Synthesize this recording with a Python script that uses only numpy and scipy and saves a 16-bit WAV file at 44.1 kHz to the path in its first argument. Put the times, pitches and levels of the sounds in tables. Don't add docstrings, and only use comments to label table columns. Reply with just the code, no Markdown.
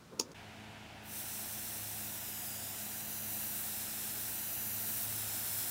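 import sys
import numpy as np
from scipy import signal
from scipy.fft import rfft, irfft, next_fast_len
from scipy.io import wavfile
from scipy.ndimage import map_coordinates

SR = 44100
rng = np.random.default_rng(int(sys.argv[2]) if len(sys.argv) > 2 else 0)


def waveform_to_disk(signal):
    frames = np.transpose(np.atleast_2d(signal))
    scaled = np.clip(frames, -1, 1) * 32767
    samples = np.round(scaled).astype(np.int16)
    wavfile.write(sys.argv[1], SR, samples)


N = 251370
TIME = np.arange(N) / SR


def amp(db):
    return 10 ** (np.asarray(db) / 20)


def unit(x):
    return x / np.sqrt(np.mean(x ** 2) + 1e-20)


def along(points, hz):
    f, value = np.transpose(points)
    return np.interp(np.log(hz + 1), np.log(f), value)


def curves(rows, at=TIME):
    times, *columns = np.transpose(rows)
    return [np.interp(at, times, column) for column in columns]


def ramp(start, length):
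    return np.clip((TIME - start) / length, 0, 1)


def bell(offset, half_length):
    return np.exp(-(offset / half_length) ** 2)


def wobble(rate):
    knots = rng.standard_normal(int(N * rate / SR) + 4)
    return map_coordinates(knots, [TIME * rate])


def filtered(x, response):
    size = next_fast_len(N + 8192)
    hz = np.fft.rfftfreq(size, 1 / SR)
    return irfft(rfft(x, size) * response(hz), size)[..., :N]


def noise(spectrum):
    white = rng.standard_normal(N)
    return unit(filtered(white, lambda hz: amp(along(spectrum, hz))))


# (per Hz, relative)
ROOM_COLOUR = [(30, -12), (90, 2.5), (170, 2.5), (450, -4), (700, -9), (1200, -6.5), (1900, -13.5),
               (2600, -15), (4000, -16.5), (7000, -20.5), (11000, -26.5), (15000, -29)]


def room(level_db=-58):
    return amp(level_db) * noise(ROOM_COLOUR)


BLADE_HZ, HUM_DB = 106.3, -61
# t/s, rise level/dB, half length/s
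HUM_SWELLS = [(1.87, 5, 0.1), (2.43, 3, 0.26), (3.271, 6, 0.11), (4.78, 7, 0.11), (5.202, 6, 0.31)]
# t/s, level/dB
OCTAVE_LEVEL = [(0.4, -64), (0.62, -56.5), (0.92, -60.5), (1.77, -56), (1.92, -69), (1.98, -56.5),
                (2.77, -63), (2.83, -55.5), (4.44, -61), (4.54, -69), (4.63, -56), (5.65, -63)]
# multiple of BLADE_HZ, level/dB
OVERTONES = [(3, -68), (4, -74), (5, -76), (9, -71.5)]
# f/Hz, width/Hz (rate of the phase drift), level/dB
DRONES = [(41.8, 0.77, -73.5), (76.5, 2.95, -67.5), (131.2, 6.5, -70), (161.8, 2.9, -70.5)]
# (per Hz, relative)
DRAUGHT_COLOUR = [(30, -35), (55, -20), (100, -26), (250, -2), (480, -15.5), (580, -7), (680, 1.5),
                  (860, -2.5), (1130, -15.5), (1450, -5.5), (2000, -7), (2700, -5), (4200, -14.5),
                  (15000, -33.5)]


def fan(draught_db=-54, waver_db=2, blade_waver_db=1.1, octave_db=1.0, octave_dip_db=2.0, drift_hz=0.28):
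    phase = 2 * np.pi * np.cumsum(BLADE_HZ + drift_hz * wobble(4)) / SR

    def tone(multiple):
        return np.sqrt(2) * np.sin(multiple * phase + rng.uniform(0, 2 * np.pi))

    swell_db = sum(rise_db * bell(TIME - s, half) for s, rise_db, half in HUM_SWELLS)
    hum = amp(HUM_DB + swell_db + blade_waver_db * wobble(6)) * tone(0.99)
    octave_level_db = curves(OCTAVE_LEVEL)[0] + octave_db - octave_dip_db * np.abs(wobble(6))
    octave = amp(octave_level_db) * tone(2)
    overtones = sum(amp(db + waver_db * wobble(6.5)) * tone(multiple) for multiple, db in OVERTONES)
    drones = sum(amp(db) * unit(np.cos(2 * np.pi * hz * TIME + wobble(width)))
                 for hz, width, db in DRONES)
    draught = amp(draught_db) * noise(DRAUGHT_COLOUR)
    return (hum + octave + overtones + drones + draught) * ramp(0.336, 0.011)


# t/s, peak level/dB, half length/s
RUBS = [(0.133, -51.5, 0.019), (0.197, -52, 0.05), (0.298, -52.5, 0.035)]
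# (per Hz, relative)
RUBBING_COLOUR = [(60, -28), (170, -0.5), (300, -6), (500, -3), (720, -18), (1200, -14.5), (3000, -43)]


def grip():
    loudness = sum(amp(db) * bell(TIME - s, half) for s, db, half in RUBS)
    return noise(RUBBING_COLOUR) * loudness


# f/Hz, level/dB (relative), t60/s (time to fade by 60 dB)
KNOCK_TONES = [(248, -6, 0.13), (336, -2, 0.094), (416, -1.5, 0.098), (481, -3.5, 0.13), (913, -3, 0.077),
               (1020, -1.5, 0.034), (1220, -3.5, .027)]


def knock(t):
    total = np.zeros(len(t))
    for hz, db, t60 in KNOCK_TONES:
        fade = amp(db + rng.standard_normal() - 60 * t / t60)
        total += fade * np.sin(2 * np.pi * (hz * t + rng.random()))
    return total


# t/s, level/dB of the whole contact, extra level/dB of its knock (both relative)
CONTACTS = [(0.1936, -28, -30), (0.1974, -14.5, -1.5), (0.2012, -37, -1), (0.2095, -27.5, 5),
            (0.3166, -43.5, -8)]
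# (per Hz, relative)
CRACK_COLOUR = [(700, -14), (1800, -30), (2600, -11.5), (4000, -11.5), (4700, -1.5), (6900, -0.5),
                (7700, -14), (10000, -13), (12500, -23), (14200, -27), (15000, -12), (15800, -18)]


def clicks(crack_db=-5, crack_t60=0.014, knock_db=-21, tail_db=-24, tail_t60=0.12, rise=0.00041):
    out = np.zeros(N)
    t = np.arange(SR // 4) / SR
    for s, db, body_db in CONTACTS:
        crack_fade = amp(crack_db - 60 * t / crack_t60)
        tail_fade = amp(tail_db - 60 * t / tail_t60)
        crack = noise(CRACK_COLOUR)[:len(t)] * (crack_fade + tail_fade)
        body = amp(knock_db + body_db) * knock(t)
        onset = 1 - np.exp(-t / rise)
        out[round(s * SR):][:len(t)] += amp(db) * (crack + body) * onset
    return out


REST_BACK, CREEP_PER_S = 0.42, 0.037
RETURN_SLOWER = 1.6
# t/s at the far end, reach (0-1), time to draw back/s
STROKES = [(2.211, 0.34, 0.18), (3.126, 0.57, .296), (4.569, 0.63, 0.27)]


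def drawn_back(t):
    strokes = 0
    for s, reach, out_s in STROKES:
        half_length = np.where(t < s, out_s, out_s * RETURN_SLOWER)
        strokes = strokes + reach * bell(t - s, half_length)
    return REST_BACK - CREEP_PER_S * t + strokes


def pressure_db(t, press_s=2.46, db_per_s=1):
    return db_per_s * np.maximum(t - press_s, 0)


def valve(start_s=1.0, opens_s=0.21):
    return np.sin(np.pi / 2 * ramp(start_s, opens_s)) ** 2


# (per Hz, relative)
HISS_COLOUR = [(1500, -49), (2800, -11), (3900, -8.5), (4650, -5.5), (5300, -6.5), (6600, -4), (8300, -3.5),
               (10500, -4.5), (12300, -5), (13300, -6), (14500, -4.5), (15700, -3.5)]
# t/s, level/dB
TREBLE_LEVEL = [(1.2, -47.5), (1.47, -48), (2.45, -47.5), (2.6, -49.5), (3.54, -43.5), (3.85, -46.5),
                (4.43, -44), (4.52, -43), (4.97, -42), (5.29, -44.5), (5.65, -41.5)]


def jet(hiss_db=-42, far_db=-3, treble_db=9, bright_from_hz=8500, bright_to_hz=12800, flutter_db=.5):
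    hz, s, spectrum = signal.stft(noise(HISS_COLOUR), SR, nperseg=1024)
    body_db = hiss_db + pressure_db(s) + far_db * drawn_back(s)
    beamed = np.clip((hz - bright_from_hz) / (bright_to_hz - bright_from_hz), 0, 1)[:, None]
    beam_db = curves(TREBLE_LEVEL, s)[0] + treble_db
    level_db = (1 - beamed) * body_db + beamed * beam_db
    hiss = signal.istft(spectrum * amp(level_db), SR, nperseg=1024)[1][:N]
    return hiss * valve() * amp(flutter_db * wobble(25))


# (per Hz, relative)
IMPACT_COLOUR = [(300, -8.5), (800, -6), (1150, -8.5), (1400, -2), (1800, -0.5), (2250, -9), (2900, -7),
                 (4500, -16.5), (8000, -33)]


def impact(rush_db=-57.5, far_db=-2, push=1.4):
    level_db = rush_db + push * pressure_db(TIME) + far_db * drawn_back(TIME)
    return noise(IMPACT_COLOUR) * valve() * amp(level_db)


# t/s, sideways turn (-1 to 1)
TURN = [(1.92, -0.11), (2.44, 0.88), (2.92, 0)]
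# delay/ms, ms per unit drawn back, ms per unit turned, signed gain
ECHOES = [(.163, .04, .01, -.087), (.265, -.02, -.007, -.066), (.338, -.058, .337, -.055),
          (.482, -.108, .074, -.147), (.526, -.16, -.103, .06), (.651, -.087, .081, -.12),
          (.71, -.107, .074, -.08), (.933, -.08, -.011, -.079), (.992, .001, -.108, .064),
          (1.038, .104, .011, -.06), (1.052, -.137, -.064, -.145), (2.141, -.175, -.012, .045)]
# f/Hz, scale on all gains
REFLECTIVITY = [(1500, 0), (3000, 1.6), (10500, 1.5), (12500, .9), (15500, .9)]


def reflect(x):
    hz, s, spectrum = signal.stft(x, SR, nperseg=2048)
    back, turn = drawn_back(s), curves(TURN, s)[0]
    scatter = rng.uniform([1.3, -.3, -.1, -.04], [6, -.03, .1, .04], size=(12, 4))
    echoes = 0
    for ms, per_back, per_turn, gain in [*ECHOES, *scatter]:
        delay_ms = ms + per_back * back + per_turn * turn
        echoes = echoes + gain * np.exp(-2j * np.pi * np.outer(hz, delay_ms) / 1000)
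    share = along(REFLECTIVITY, hz)[:, None]
    return signal.istft(spectrum * np.exp(share * echoes), SR, nperseg=2048)[1][:N]


def scene(dip_db=-13):
    spray = reflect(jet() + impact())
    mono = room() + fan() + grip() + clicks() + spray
    mono = mono * amp(dip_db * bell(TIME - .341, 0.0032))
    return np.array([mono, mono])


def record(dry, low_hz=31.8, top_hz=15780):
    def response(hz):
        bass_cut = 1 - 1 / (1 + (hz / low_hz) ** 12)
        top_cut = np.clip((top_hz - hz) / 300 + .5, 0, 1)
        return bass_cut * top_cut

    return filtered(dry, response)


dry = scene()
out = record(dry)
waveform_to_disk(out)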